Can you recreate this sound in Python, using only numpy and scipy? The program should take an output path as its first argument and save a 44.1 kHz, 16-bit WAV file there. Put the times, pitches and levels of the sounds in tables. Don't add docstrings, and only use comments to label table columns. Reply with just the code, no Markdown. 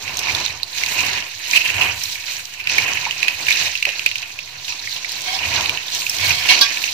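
import sys
import numpy as np
from scipy import signal
from scipy.fft import rfft, irfft
from scipy.io import wavfile

SR = 44100
rng = np.random.default_rng(int(sys.argv[2]) if len(sys.argv) > 2 else 0)


def transcribe(u):
    v = np.clip(np.atleast_2d(u).T, -1, 1)
    q = np.round(v * 32767).astype(np.int16)
    wavfile.write(sys.argv[1], SR, q)


N = 305613
T = np.arange(N) / SR

# frequency in Hz, level in dB.
STRAND_COLOUR = [(1760, -30), (3000, 0), (3420, -2.5), (3980, 1), (4950, -3), (6080, -3.5), (8500, -23.5),
                 (11000, -51.5), (18700, -120)]
# frequency in Hz, level in dB.
CRUMB_COLOUR = [(4120, -20.5), (7000, 1), (9810, -9.5), (12600, -6), (13600, -7), (15000, -0.5),
                (15800, -40)]
# frequency in Hz, level in dB.
NUT_COLOUR = [(1000, -33.5), (1500, -14.5), (1900, -6), (2300, -1.5), (2650, 0), (3000, -1.5), (3600, -17),
              (6000, -51.5)]


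def heap(gains):
    # pitch in Hz, width in Hz, level in dB.
    air_modes = [(2300, 47, -8.5), (2465, 36, 3.5), (2690, 52, 3.5)]
    # frequency in Hz, level in dB.
    hollow_colour = [(100, -46.5), (170, -9), (307, -6.5), (598, -7.5), (724, -1.5), (860, -3.5),
                     (969, 3.5), (1330, -11), (1500, -6.5), (1950, -24), (3300, -120)]
    grains = clicks(per_s=2500, spread_db=2.88, t60=0.053, q=3.27, broad=0.16)
    breaks = clicks(per_s=220, spread_db=3.8, t60=0.015, q=1.1, broad=0.59, pitches=5)
    taps = clicks(per_s=90, spread_db=3.7, t60=0.016, q=2.0, broad=1.6, pitches=4)
    strands = colour((0.54 * breaks + grains + 0.43 * stereo_noise(0.028)) * flutter(12.4, 1.78),
                     STRAND_COLOUR)
    nuts = colour((0.4 * taps + grains + 0.49 * stereo_noise(0.43)) * flutter(9.5, 1.78), NUT_COLOUR)
    air_ring = sum(amp(db) * resonate(nuts, hz, width) for hz, width, db in air_modes)
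    nuts = unit_rms(nuts) + amp(-12) * unit_rms(air_ring)
    crumbs = colour((0.3 * breaks + grains + 1.1 * stereo_noise(0.1)) * flutter(11, 2.4), CRUMB_COLOUR)
    hollow = colour((0.55 * grains + stereo_noise(0.8)) * flutter(9, 2.2), hollow_colour)
    layers = (strands, nuts, crumbs, hollow, rumble())
    return sum(gain * unit_rms(layer) for gain, layer in zip(gains, layers))


def hands():
    # levels in dB of strands, nuts, crumbs, hollow body and rumble.
    settling = (-42, -41, -53, -51, -55)
    # peak time, rise and fall in seconds, then strands, nuts, crumbs in dB.
    grabs = [(0.15, 0.21, 0.02, -45, -28.5, -39), (0.452, 0.013, 0.07, -22, -23.5, -49),
             (0.79, 0.12, 0.18, -24, -28, -32), (0.92, 0.084, 0.35, -22.5, -28.5, -33.5),
             (1.56, 0.14, 0.11, -19, -20.5, -28.5), (1.66, 0.04, 0.32, -25, -18.5, -35),
             (2.05, 0.96, 0.56, -28.5, -31.5, -35.5), (2.3, 0.1, 0.27, -29.5, -29.5, -35),
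             (2.711, 0.037, 0.69, -21.5, -23, -35), (3.25, 0.26, 0.23, -28.5, -24, -39),
             (3.5, 0.21, 0.45, -26, -27.5, -35), (3.87, 0.016, 0.44, -32.5, -24, -38),
             (4.08, 0.39, 0.19, -27, -67, -57), (4.7, 0.09, 0.083, -28, -38, -38),
             (4.95, 0.74, 0.51, -28, -33, -42), (5.14, 0.07, 1.9, -28.5, -30.5, -40.5),
             (5.958, 0.16, 1.4, -24, -29, -33), (6.52, 0.16, 0.37, -18, -16, -34),
             (6.83, 0.4, 0.47, -25.5, -39, -34)]
    # peak time, rise and fall in seconds,
    # then strands, nuts, hollow body and rumble in dB.
    sweeps = [(0.33, 0.44, 0.27, -25, -25, -31.5, -37.5), (1.06, 0.26, 0.21, -27.5, -19.5, -31, -38),
              (1.821, 0.16, 0.15, -27.5, -22, -28, -31), (2.84, 0.23, 0.36, -44, -22.5, -34.5, -42.5),
              (3.64, 0.34, 0.12, -23.5, -19.5, -39.5, -43.5), (5.548, 0.22, 0.23, -22.5, -19, -28, -34.5),
              (6.285, 0.14, 0.19, -21.5, -20.5, -34, -31)]
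    power = amp(settling)[:, None] ** 2 * np.ones(N)
    for peak, rise, fall, strands, nuts, crumbs in grabs:
        hollow = (strands + nuts) / 2 - 15
        swell_db = gesture(peak, rise, fall, rise_bend=0.91, fall_bend=0.9)
        power[:4] += amp(np.c_[[strands, nuts, crumbs, hollow]] + swell_db) ** 2
    for peak, rise, fall, strands, nuts, hollow, rocking in sweeps:
        crumbs = strands - 11
        swell_db = gesture(peak, rise, fall, rise_bend=1.1, fall_bend=1.55)
        power += amp(np.c_[[strands, nuts, crumbs, hollow, rocking]] + swell_db) ** 2
    return np.sqrt(power)


def gesture(peak, rise, fall, rise_bend, fall_bend):
    away = abs(T - peak)
    return -15 * np.where(T < peak, (away / rise) ** rise_bend, (away / fall) ** fall_bend)


def snaps():
    # start in seconds, peak level in dB, pitch in Hz.
    pieces = [(0.17, -12.5, 6100), (0.191, -14.5, 5830), (0.3492, -9, 3900), (0.4615, -9.5, 3920),
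              (0.6315, -8.5, 4220), (0.814, -18, 2340), (0.835, -7.5, 2330), (0.863, -21, 2520),
              (2.0362, -11, 5660), (2.155, -20, 2300), (2.238, -24, 2400), (2.2583, -26, 4640),
              (2.61, -19.5, 2600), (2.641, -26, 4350), (2.6716, -12.5, 2610), (2.6962, -9, 2620),
              (2.7822, -3.5, 2300), (2.8885, -24, 2580), (3.0526, -14, 2360), (3.109, -11.5, 2960),
              (3.211, -33, 2780), (3.2286, -6, 2530), (3.2817, -4.5, 2520), (3.4105, -24, 2540),
              (3.4677, -11, 2720), (3.484, -6.5, 2300), (3.507, -6, 2440), (3.5167, -5.5, 2370),
              (3.5253, -10, 3900), (3.753, -11, 2690), (3.8258, -5, 2600), (3.852, -2, 2590),
              (3.8896, -11.5, 2610), (3.9934, -12.5, 2630), (4.0617, -4, 2530), (4.1135, -15, 2650),
              (4.1563, -12, 2590), (4.1878, -23.5, 2580), (4.2263, -18, 2580), (4.389, -16, 2580),
              (4.475, -28, 2230), (4.681, -17, 2560), (4.7232, -17.5, 2600), (4.8728, -16, 2130),
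              (4.894, -18.5, 4450), (4.9347, -29, 3670), (4.963, -20, 2930), (5.0459, -18, 2260),
              (5.093, -15, 4200), (5.1186, -12.5, 4940), (5.218, -19, 6400), (5.389, -13.5, 2740),
              (5.658, -17, 4100), (5.694, -11, 2650), (5.773, -13, 2800), (5.882, -18, 3700),
              (5.948, -13, 6150), (6.019, -15, 2700), (6.0651, -9, 2610), (6.096, -6.5, 5650),
              (6.7706, -11.5, 2550), (6.839, -9.5, 2620), (6.877, -12.5, 2670)]
    out, t = np.zeros((2, N)), np.arange(3000) / SR
    envelope = (decay(t, 0.011) + amp(-15.5) * decay(t, 0.1)) * np.minimum(t / 0.0006, 1)
    for start, db, hz in pieces:
        edge_db = -19.5 + 10.5 * np.log2(hz / 2600)
        crack = burst(hz, envelope, width_hz=430 * hz / 2600, crack_db=-12.5, edge_db=edge_db)
        add(out, start, amp(db) * crack / abs(crack.mean(0)).max())
    return out


def nut_clusters():
    # start in seconds, peak level in dB, pitch in Hz, hold in seconds.
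    landings = [(0.28, -15.5, 2400, 0.025), (0.98, -11.5, 2530, 0.024), (1.529, -6, 2380, 0.0061),
                (1.556, -4.5, 2675, 0.017), (1.603, -12, 2620, 0.015), (1.638, -13, 2700, 0.028),
                (1.806, -10.5, 2660, 0.018), (2.596, -21, 2514, 0.007), (4.688, -22, 2540, 0.013)]
    out, t = np.zeros((2, N)), np.arange(3000) / SR
    for start, db, hz, hold in landings:
        envelope = decay(t - hold, 0.058) * np.minimum(t / 0.0038, 1)
        rattle = burst(hz, envelope, width_hz=340, crack_db=-12.5, edge_db=-20.5)
        add(out, start, amp(db) * rattle / abs(rattle.mean(0)).max())
    return out


def flings():
    # start in seconds, crack level in dB, pitch in Hz, hold and 60 dB decay in seconds,
    # spot struck on the wall, which sets which steel tones ring loudest.
    handfuls = [(6.486, -12.5, 2800, 0.031, 0.18, 0.1), (6.61, -10, 4400, 0.0036, 0.095, 0.5)]
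    out, t = np.zeros((2, N)), np.arange(SR // 3) / SR
    for start, db, hz, hold, t60, spot in handfuls:
        envelope = decay(t - hold, t60) * np.minimum(t / 0.0029, 1)
        crack = burst(hz, envelope, width_hz=540, crack_db=-4, edge_db=-26)
        ring = unit_rms(steel_wall(rng.standard_normal((2, len(t))) * envelope, spot))
        attack_rms = np.sqrt(np.mean(crack[:, :SR // 50] ** 2))
        add(out, start, amp(db) * (crack + amp(2.5) * ring) / attack_rms)
    return out


def scrapes(strand_gain):
    # start and end in seconds, level in dB.
    drags = [(5.233, 5.412, -24.5), (6.178, 6.482, -24)]
    bare = sum(amp(db) * gate(start, end, fade=0.055) for start, end, db in drags)
    slide = sum(0.73 * (T - start) * (start < T) * (T < end) for start, end, _ in drags)
    spot = (0.11 + slide) * flutter(12, 6.3)
    friction = stereo_noise(0.11) * flutter(37, 1.8)
    return (bare + amp(-20.5) * strand_gain) * unit_rms(steel_wall(friction, spot))


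def steel_wall(drive, spot):
    # pitch in Hz, width in Hz, level in dB.
    modes = [(735, 23, -5), (976, 42, -9), (1136, 12, -4.5), (1604, 14, 4), (2230, 43, 4.5),
             (3160, 28, -0.5), (3400, 22, 2), (3900, 33, 5), (4220, 37, -0.5), (4560, 5.7, 5.5),
             (5290, 20, 4.5), (5950, 30, 0)]
    reach = 0.12 + np.cos(np.pi * (np.arange(len(modes))[:, None] / 4 - spot)) ** 2
    return sum(gain * amp(db) * resonate(drive, hz, width) for gain, (hz, width, db) in zip(reach, modes))


def knocks():
    # start in seconds, peak level in dB, pitch in Hz.
    blows = [(3.064, -16, 950), (3.669, -29, 704), (3.868, -21, 560), (4.722, -31.5, 1000),
             (5.332, -25, 790)]
    out, t = np.zeros((2, N)), np.arange(3000) / SR
    envelope = decay(t, 0.055) + amp(-3) * decay(t, 0.16)
    for start, db, hz in blows:
        centre, side = rng.standard_normal((2, len(t))) * envelope
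        blow = np.array([centre, centre + 0.68 * side])
        ring = unit_rms(resonate(resonate(blow, hz, 210), hz, 570))
        knock = ring + amp(-13) * unit_rms(colour(blow, NUT_COLOUR))
        add(out, start, amp(db) * knock / abs(knock).max())
    return out


def squeak():
    # start and end in seconds, first and last pitch in Hz, level in dB.
    start, end, first_hz, last_hz, db = (5.265, 5.375, 742, 770, -39)
    pitch = np.interp(T, [start, end], [first_hz, last_hz]) * flutter(25, 0.06)
    tone = np.sqrt(2) * np.sin(2 * np.pi * np.cumsum(pitch) / SR)
    return amp(db) * gate(start, end, fade=0.0091) * flutter(25, 3.8) * tone


def rumble():
    # pitch in Hz, width in Hz, level in dB.
    modes = [(83.8, 20, -3.5), (98.7, 21.7, -4), (138, 7.5, -1.5)]
    push = stereo_noise(0.99) * flutter(14, 2.9)
    return sum(amp(db) * resonate(resonate(push, hz, width), hz, 2 * width) for hz, width, db in modes)


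def clicks(per_s, spread_db, t60, q, broad, pitches=14):
    hits = amp(spread_db * np.minimum(rng.exponential(1, N), 5)) * (rng.random(N) < per_s / SR)
    piece = rng.integers(0, pitches, N)
    out, t = np.zeros((2, N)), np.arange(1200) / SR
    for k, hz in enumerate(np.geomspace(500, 15000, pitches)):
        scatter = rng.standard_normal((2, len(t))) * decay(t, t60)
        grain = broad * scatter + resonate(resonate(scatter, hz, hz / q), hz, hz / q)
        out += signal.oaconvolve((hits * (piece == k))[None], grain, axes=1)[:, :N]
    return unit_rms(out)


def burst(hz, envelope, width_hz, crack_db, edge_db):
    puff = rng.standard_normal((2, len(envelope))) * envelope
    puff[:, 0] = 1.5
    pitched = unit_rms(resonate(resonate(puff, hz, width_hz), hz, 2 * width_hz))
    crack = amp(crack_db) * unit_rms(colour(puff, STRAND_COLOUR))
    edge = amp(edge_db) * unit_rms(colour(puff, CRUMB_COLOUR))
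    return pitched + crack + edge


def colour(x, points):
    curve_db = read_curve(points, abs(np.fft.fftfreq(4096, 1 / SR)))
    log_gain = np.log(amp(np.maximum(curve_db, -80)))
    minimum_phase = np.exp(np.conj(signal.hilbert(log_gain)))
    taps = np.fft.ifft(minimum_phase).real[:2048]
    return signal.oaconvolve(x, taps[None], axes=1)[:, :x.shape[1]]


def resonate(x, hz, width_hz):
    r = np.exp(-np.pi * width_hz / SR)
    c = r * np.cos(2 * np.pi * hz / SR)
    return 2 * (1 - r) * signal.lfilter([1, -c], [1, -2 * c, r * r], x)


def stereo_noise(correlation):
    left, other = rng.standard_normal((2, N))
    return np.array([left, correlation * left + np.sqrt(1 - correlation ** 2) * other])


def flutter(width_hz, depth_db):
    return amp(depth_db * unit_rms(resonate(rng.standard_normal(N), 0, width_hz)))


def decay(t, t60):
    return amp(-60 * np.maximum(t, 0) / t60)


def gate(start, end, fade):
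    return np.clip(np.minimum(T - start, end - T) / fade, 0, 1)


def read_curve(points, hz):
    point_hz, db = np.transpose(points)
    return np.interp(np.log(hz + 1), np.log(point_hz + 1), db)


def add(mix, start, sound):
    part = mix[:, round(start * SR):][:, :sound.shape[1]]
    part += sound[:, :part.shape[1]]


def amp(db):
    return 10 ** (np.asarray(db) / 20)


def unit_rms(x):
    return x / np.sqrt(np.mean(x ** 2) + 1e-20)


def scene():
    gains = hands()
    bowl = heap(gains) + scrapes(gains[0]) + snaps() + nut_clusters() + knocks() + squeak() + flings()
    pan_db = np.linspace(-1, 0.55, N) / 2
    return bowl * amp([pan_db, -pan_db])


def record(dry):
    # frequency in Hz, left minus right in dB.
    port_balance = [(60, -5.5), (120, -2), (240, 2.5), (480, -1), (950, -0.5), (1890, -3.5), (3770, -11),
                    (7520, -0.5), (15000, 0)]
    tilt_db = read_curve(port_balance, np.fft.rfftfreq(N, 1 / SR)) / 2
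    ports = irfft(rfft(dry) * amp([tilt_db, -tilt_db]), N)
    clipped = np.clip(ports, -0.97, 0.97)
    lowpass = signal.firwin(511, cutoff=15850, window=("kaiser", 9), fs=SR)
    return signal.oaconvolve(clipped, lowpass[None], "same") + 0.003


dry = scene()
out = record(dry)
transcribe(out)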